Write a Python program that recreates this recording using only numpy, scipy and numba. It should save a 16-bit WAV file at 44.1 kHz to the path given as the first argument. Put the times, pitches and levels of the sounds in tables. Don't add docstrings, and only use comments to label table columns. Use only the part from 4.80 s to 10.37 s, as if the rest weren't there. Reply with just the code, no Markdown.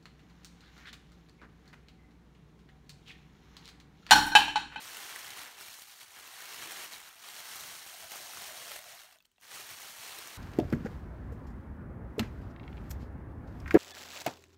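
import sys
import numpy as np
from scipy import signal
from scipy.fft import rfft, irfft, next_fast_len
from scipy.io import wavfile
from scipy.ndimage import uniform_filter1d
from numba import njit

SR = 44100
rng = np.random.default_rng(int(sys.argv[2]) if len(sys.argv) > 2 else 0)


def volts(x):
    e = np.asarray(x, float) / 20
    return 10 ** e


def unload_wav(signal):
    wavfile.write(
        sys.argv[1],
        SR,
        np.round(np.clip(np.atleast_2d(signal).T, -1, 1) * 32767).astype(np.int16),
    )


N = 245825

CHANCE = rng.random((100, 5))


def evened(x):
    return x / np.sqrt(np.mean(x ** 2) + 1e-20)


def read(points, hz):
    f, value = np.transpose(points)
    return np.interp(np.log(hz + 1), np.log(f + 1), value)


def curve(rows, column):
    rows = np.array(rows)
    return np.interp(np.arange(N) / SR, rows[:, 0], rows[:, column])


def add(mix, s, sound):
    part = mix[round(s * SR):][:len(sound)]
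    part += sound[:len(part)]


def coloured(x, db_of_hz):
    db = db_of_hz(abs(np.fft.fftfreq(4096, 1 / SR)))
    log_gain = np.log(volts(np.maximum(db, -100)))
    taps = np.fft.ifft(np.exp(np.conj(signal.hilbert(log_gain)))).real[:2048]
    return signal.oaconvolve(x, taps)[:len(x)]


def flicker(hz):
    return evened(signal.lfilter(*signal.butter(1, hz, fs=SR), rng.standard_normal(N)))


def strokes_db(rows):
    flank_shape = 1.5
    t = np.arange(0, N / SR + .002, .002)
    s, db, rise, fall = np.transpose(rows)[:, :, None]
    before = (s - t) / np.maximum(rise, .004)
    after = (t - s) / np.maximum(fall, .004)
    away = np.where(t < s, before, after)
    power = (volts(db - 10 * away ** flank_shape) ** 2).sum(0)
    return np.interp(np.arange(N) / SR, t, 10 * np.log10(power + 1e-12))


def work_db(column):
    # peak t/s, level/dB, 10 dB rise/s, 10
    # dB fall/s
    hand_strokes = [(0.227, -45.7, 0.48, 0.256), (0.48, -46.9, 0.364, 0.188), (0.575, -46.6, 0.029, 0.192),
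                    (0.81, -48.8, 0.052, 0.246), (0.943, -54.2, 0.03, 0.015), (1.019, -53.6, 0.104, 0.025),
                    (1.121, -54.1, 0.094, 0.066), (1.216, -51.6, 0.045, 0.044), (1.365, -53.1, 0.053, 0.142),
                    (1.567, -56.2, 0.589, 0.221), (1.75, -47.7, 0.366, 0.033), (1.837, -46.5, 0.09, 0.044),
                    (2.03, -43.4, 0.39, 0.065), (2.129, -47.2, 0.038, 0.084), (2.288, -52.5, 0.243, 0.038),
                    (2.481, -49.7, 0.083, 0.042), (2.603, -47.1, 0.151, 0.017), (2.715, -46.5, 0.147, 0.376),
                    (2.924, -48.2, 0.599, 0.166), (3.105, -49.7, 0.11, 0.403), (3.203, -50.2, 0.015, 0.089),
                    (3.321, -46.1, 0.032, 0.368), (3.666, -45.5, 0.237, 0.106), (3.758, -51.1, 0.016, 0.188),
                    (3.952, -45.3, 0.324, 0.059), (4.115, -50.8, 0.175, 0.083), (4.207, -54.1, 0.074, 0.075),
                    (4.33, -61.5, 0.5, 0.045),
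                    (4.635, -56.5, 0.022, 0.12),
        (4.745, -45.2, 0.062, 0.2),
        (4.904, -47.3, 0.033, 0.076),
        (5.054, -47.7, 0.141, 0.161),
        (5.262, -45.4, 0.134, 0.468),
        (5.534, -53.8, 0.032, 0.577),
    ]
    # t/s, breadth of folds/dB, weight on the box/dB
    grip = [(0, -1, 1.5), (.52, 2, 0), (.74, 3, 1), (.83, -1.5, 2), (1.02, -4, -3), (1.3, -2, -1),
            (1.38, 2, 1), (1.55, 0, -3), (1.9, 0.5, 3), (2.45, 0, -2.5), (2.9, -2.5, -0.5), (3.3, -2, 0),
            (3.55, -2, 1.5), (4.2, -1, -3.5), (4.38, 1, 0), (4.68, -0.5, 2), (5.1, -2, 0.5), (5.57, 1.5, 4)]
    slack_follows, thud_follows, thud_weight, thud_db = 1.17, 0.83, 0.34, -77
    effort = strokes_db(hand_strokes)
    breadth, weight = curve(grip, column=1), curve(grip, column=2)
    over = effort + 50
    fine = effort - breadth / 2
    wide = effort + breadth / 2
    slack = effort + (slack_follows - 1) * over + breadth / 2 + weight
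    thud = thud_db + thud_follows * over + thud_weight * weight
    return [effort, fine, wide, slack, thud][column]


def snap_rows():
    # t/s, peak level/dB, wide patch f/Hz, bright crack level/dB
    standing_out = [(.146, -33, 2730, -3), (.36, -26, 1920, -5), (.3905, -33, 1980, -1),
                    (.4446, -32, 1700, -10), (.5726, -34, 1270, -9), (.6159, -34, 4090, -2),
                    (.6338, -32, 2370, -9), (.6648, -36, 1920, -7), (.81, -30, 1490, 2),
                    (.8831, -34, 2390, 0), (.9399, -37, 4160, 3), (1.0193, -38, 2580, 6),
                    (1.3066, -40, 2300, 1), (1.3882, -38, 1100, -1), (1.4764, -38, 2690, 0),
                    (1.6037, -36, 1530, 0), (1.6216, -33, 1640, -3), (1.8244, -32, 1570, -2),
                    (2.0428, -32, 2610, 1), (2.2882, -39, 1550, -5), (2.5927, -34, 1460, 0),
                    (2.6541, -33, 2020, -5), (3.0223, -36, 1850, -3), (3.0638, -34, 1340, 3),
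                    (3.2439, -35, 900, 1), (3.318, -31, 2220, 3), (3.6196, -31, 900, 3),
                    (3.9892, -34, 900, 0), (4.0406, -39, 2370, 0), (4.2362, -42, 2050, 1),
                    (4.633, -48, 1770, -5),
        (4.6517, -45, 1260, -2),
        (4.9042, -32, 2390, -1),
        (4.977, -38.5, 1160, -6),
        (5.019, -33, 2110, 0),
        (5.084, -37, 2070, 7),
        (5.097, -41, 3500, 3),
        (5.3865, -30, 4030, 3),
    ]
    lesser = [.0218, .1692, .2014, .2937, .4802, .504, .5907, .7446, .7867, .9119, 1.2114, 1.2298, 1.4501,
              1.5392, 1.9086, 2.135, 2.1606, 2.4869, 2.7583, 2.797, 3.0964, 3.1406, 3.3093, 3.5715, 3.7752,
              3.959, 4.1924, 4.8066, 5.1843, 5.5032]
    over_db, spread_db, lesser_over_db = 10, 5.5, 1
    when, size, wide, small, crack = CHANCE.T
    small_hz = 5200 + 8500 * small
    marked = [(s, db, hz, small_hz[k], bright)
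              for k, (s, db, hz, bright) in enumerate(standing_out)]
    strays = when[len(lesser):len(when) - len(marked)] * (N - 1) / SR
    s = np.r_[lesser, strays]
    db = work_db(column=0)[(s * SR).astype(int)] + over_db + spread_db * size[:len(s)]
    db += lesser_over_db * (np.arange(len(s)) < len(lesser))
    return marked + list(zip(s, db, 1100 * 3.83 ** wide, small_hz[::-1], -8 + 11 * crack))


def snap(hz, small_hz, crack_db, t60=.0105):
    t = np.arange(1536) / SR
    t60 = np.clip(t60, .002, .06)
    noise, shiver = rng.standard_normal((2, len(t)))
    crack = signal.lfilter([1, -.35], 1, noise) * volts(crack_db - 60 * t / min(0.96 * t60, .01))
    uneven = 1 + min(.6, 0.0068 / t60) * evened(uniform_filter1d(shiver, 24))
    wide = volts(-60 * t / t60) * np.sin(2 * np.pi * hz * t)
    small = volts(-3.0 - 60 * t / (0.85 * t60)) * np.sin(2 * np.pi * small_hz * t)
    return (crack + uneven * (wide + small)) * (1 - np.exp(-t / 0.00037))


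def hush():
    # f/Hz, level per Hz/dB
    hiss = [(30, 0), (90, -11), (250, -11.5), (600, -22.5), (1500, -17.5), (3500, -19.5), (8000, -23),
            (16000, -35)]
    return volts(-79) * evened(coloured(rng.standard_normal(N), lambda hz: read(hiss, hz)))


def aftershocks(fade_s):
    s, db = np.array(snap_rows())[:, :2].T
    at, starts = np.round(s * SR).astype(int), np.zeros(N)
    starts[at] = np.clip((db - work_db(column=0)[at] - 5.5) / 10.0, .2, 2.5)
    return np.minimum(signal.lfilter([1], [1, -np.exp(-1 / (fade_s * SR))], starts), 2.5)


@njit
def scatter(places, sizes, kinds, shapes, length):
    out = np.zeros(length + shapes.shape[1])
    for p, s, k in zip(places, sizes, kinds):
        out[p:p + shapes.shape[1]] += s * shapes[k]
    return out[:length]


def crinkle(count=500):
    per_s = np.clip(5000 * volts(.4 * (work_db(column=0) + 49)), 700, 14000)
    per_s = per_s * volts(1.1 * flicker(hz=151))
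    size = volts(2.54 * np.minimum(rng.exponential(1, N), 3.6))
    kicks = size * rng.choice([-1., 1.], N) * (rng.random(N) < per_s / SR)
    kicks /= np.sqrt(uniform_filter1d(uniform_filter1d(kicks ** 2, 1500), 1500) + 1e-9)
    kicks *= volts(1.62 * aftershocks(fade_s=0.007))
    at, patch = np.flatnonzero(kicks), rng.integers(0, count, N)
    pitches, ratios = np.geomspace(300, 9000, count), rng.uniform(1.366, 4.52, count)
    shapes = np.array([snap(hz, min(hz * ratio, 15000), 2.5, t60=0.0098 * (2000 / hz) ** 0.12)[:512]
                       for hz, ratio in zip(pitches, ratios)])
    shapes /= np.linalg.norm(shapes, axis=1)[:, None]
    return scatter(at, kicks[at], patch[at], shapes, N)


def paper():
    # f/Hz, level per Hz/dB
    colour = [(120, -20), (200, -14), (451, -8.5), (570, -10.5), (659, -5.5), (1780, -3), (4090, -3.5),
              (4890, -4), (8880, -7), (10500, -8), (15000, -11.5)]
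    bed_db = [-2.5, -4, -21.5]
    fold_top_hz, box_hz = 3600, 580
    snaps = crinkle()
    size = next_fast_len(N)
    hz, z = np.fft.rfftfreq(size, 1 / SR), rfft(snaps, size)
    z = z / np.sqrt(uniform_filter1d(abs(z) ** 2, 2000) + 1e-20)
    z = z * volts(read(colour, np.minimum(hz, 15000)))
    fine = 1 / (1 + (fold_top_hz / (hz + 1)) ** 6)
    slack = 1 / (1 + (hz / box_hz) ** 12)
    sheet = np.zeros(N)
    for k, share in enumerate([fine, 1 - fine - slack, slack]):
        band = evened(irfft(z * share, size)[:N])
        sheet += volts(work_db(k + 1) + bed_db[k]) * band
    return sheet + pocket(snaps)


def cardboard():
    # f/Hz, level per Hz/dB
    rumble = [(24, -27), (40, -3), (113, 5.5), (220, -0.5), (290, -52), (480, -120)]
    # t/s, peak level/dB
    bumps = [(0.016, -66), (0.435, -57.5), (0.612, -74), (0.716, -65), (0.807, -79), (1.215, -70),
             (1.781, -59.5), (2.12, -66), (2.774, -62), (2.859, -58), (3.042, -68), (3.21, -63),
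             (3.364, -58.5), (3.532, -56.5), (3.658, -59), (3.792, -62), (4.045, -67), (4.715, -66),
             (4.902, -60.5), (5.02, -69), (5.155, -65), (5.292, -62)]
    rise_s, fall_s, bump_db = .025, .06, -6
    lumps = rng.standard_normal(N) * volts(3.7 * flicker(hz=8.6))
    knocks = strokes_db([(s + rise_s, db + bump_db, rise_s, fall_s) for s, db in bumps])
    level = np.hypot(volts(work_db(column=4) - 4.5), volts(knocks))
    return level * evened(coloured(lumps, lambda hz: read(rumble, hz)))


def walls(x, count=3):
    # f/Hz, t60/s
    decay = [(200, .18), (1000, .12), (4000, .08), (14000, .06)]
    taps, out = np.zeros((count, SR // 4)), np.zeros(N)
    grid = np.arange(100, SR // 4 - 20, 20)
    at = grid + rng.integers(0, 20, (count, len(grid)))
    np.put_along_axis(taps, at, rng.choice([-1., 1.], at.shape), 1)
    hz, t, z = signal.stft(taps, SR, nperseg=256)
    t60 = np.clip(read(decay, hz), .02, .3)[:, None]
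    tails = signal.istft(z * volts(-60 * t / t60), SR, nperseg=256)[1]
    for k, tail in enumerate(tails):
        turn = np.cos(np.pi * (np.arange(N) / SR * 7. + k / count)) * np.sqrt(2 / count)
        out += signal.oaconvolve(x * turn, tail / np.linalg.norm(tail))[:N]
    return out


def loud_snaps():
    # t/s, peak level/dB, wide patch f/Hz, small patch f/Hz, crack level/dB
    settling = [(4.311, -49, 2110, 3100, -2), (4.325, -45, 2530, 5900, 1), (4.341, -53, 4900, 7000, -2),
                (4.358, -50, 2620, 8900, -13), (4.358, -54.5, 650, 1490, -20), (4.371, -52, 5570, 12500, 2),
                (4.386, -49, 3570, 7000, -5), (4.404, -50, 2640, 3400, -12), (4.412, -65, 6600, 2700, -6),
                (4.425, -54, 4700, 14600, -6), (4.435, -69, 3000, 13000, -2), (4.448, -61, 2710, 7500, 0),
                (4.452, -52, 3120, 4270, -20), (4.4545, -48, 3820, 7500, 3), (4.464, -61, 11800, 8900, -3),
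                (4.516, -53, 3000, 7900, 8), (4.561, -63, 3800, 3200, -14), (4.571, -68, 5050, 8000, 0),
                (4.581, -55, 2670, 2000, -18), (4.583, -62, 733, 785, -28), (4.601, -58, 6050, 11000, 3),
                (4.612, -47, 6050, 10900, 4)]
    out = np.zeros(N)
    ticks = [(*row, .014 * (2600 / row[2]) ** .85) for row in settling]
    for s, db, *how in snap_rows() + ticks:
        sound = snap(*how)
        add(out, s, volts(db - .8) * sound / abs(sound).max())
    return out


def resonate(x, hz, width):
    turn, r = np.exp(2j * np.pi * np.cumsum(hz) / SR), np.exp(-np.pi * width / SR)
    return 2 * (turn * signal.lfilter([1 - r], [1, -r], x / turn)).real


def pocket(snaps):
    # peak t/s, level/dB, 10 dB rise/s, 10 dB fall/s
    puffs = [
        (3.142, -54, .012, .03),
        (3.234, -57, .03, .03),
        (3.36, -58, .05, .45),
        (3.95, -55, .5, .09),
        (4.068, -53, .015, .025),
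        (4.138, -60, .03, .04),
        (4.27, -68, .1, .07),
    ]
    start_hz, sinks_hz_per_s, from_s = 760, 78, 2.8
    sunk = np.clip(np.arange(N) / SR - from_s, 0, 1)
    hz = (start_hz - sinks_hz_per_s * sunk) * (1 + 0.089 * flicker(hz=15))
    ring = evened(resonate(resonate(snaps, hz, width=260), hz, width=260))
    return volts(strokes_db(puffs) - 4.5 + 1.5 * flicker(hz=13)) * ring


def scene():
    sheet = paper() + loud_snaps()
    return (sheet + volts(-13) * walls(sheet) + cardboard() + hush())[None]


def band_limit(x):
    return signal.sosfilt(signal.butter(12, 16400, fs=SR, output="sos"), x)


def record(dry):
    # f/Hz, width/Hz, level/dB
    notches = [(2500, 160, -2), (3600, 200, -2), (4900, 220, -4), (7600, 400, -2.5), (10400, 420, -5.5)]
    bass_cut_hz, edge_hz = 42, 15760
    heard = coloured(dry[0], lambda hz: sum(db * np.exp(-((hz - f) / w) ** 2) for f, w, db in notches))
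    heard = signal.sosfilt(signal.butter(4, bass_cut_hz, "high", fs=SR, output="sos"), heard)
    edge = signal.firwin(1023, edge_hz, window=("kaiser", 9), fs=SR)
    heard = signal.oaconvolve(heard, edge, "same")
    return band_limit(heard[None])


dry = scene()
out = record(dry)
unload_wav(out)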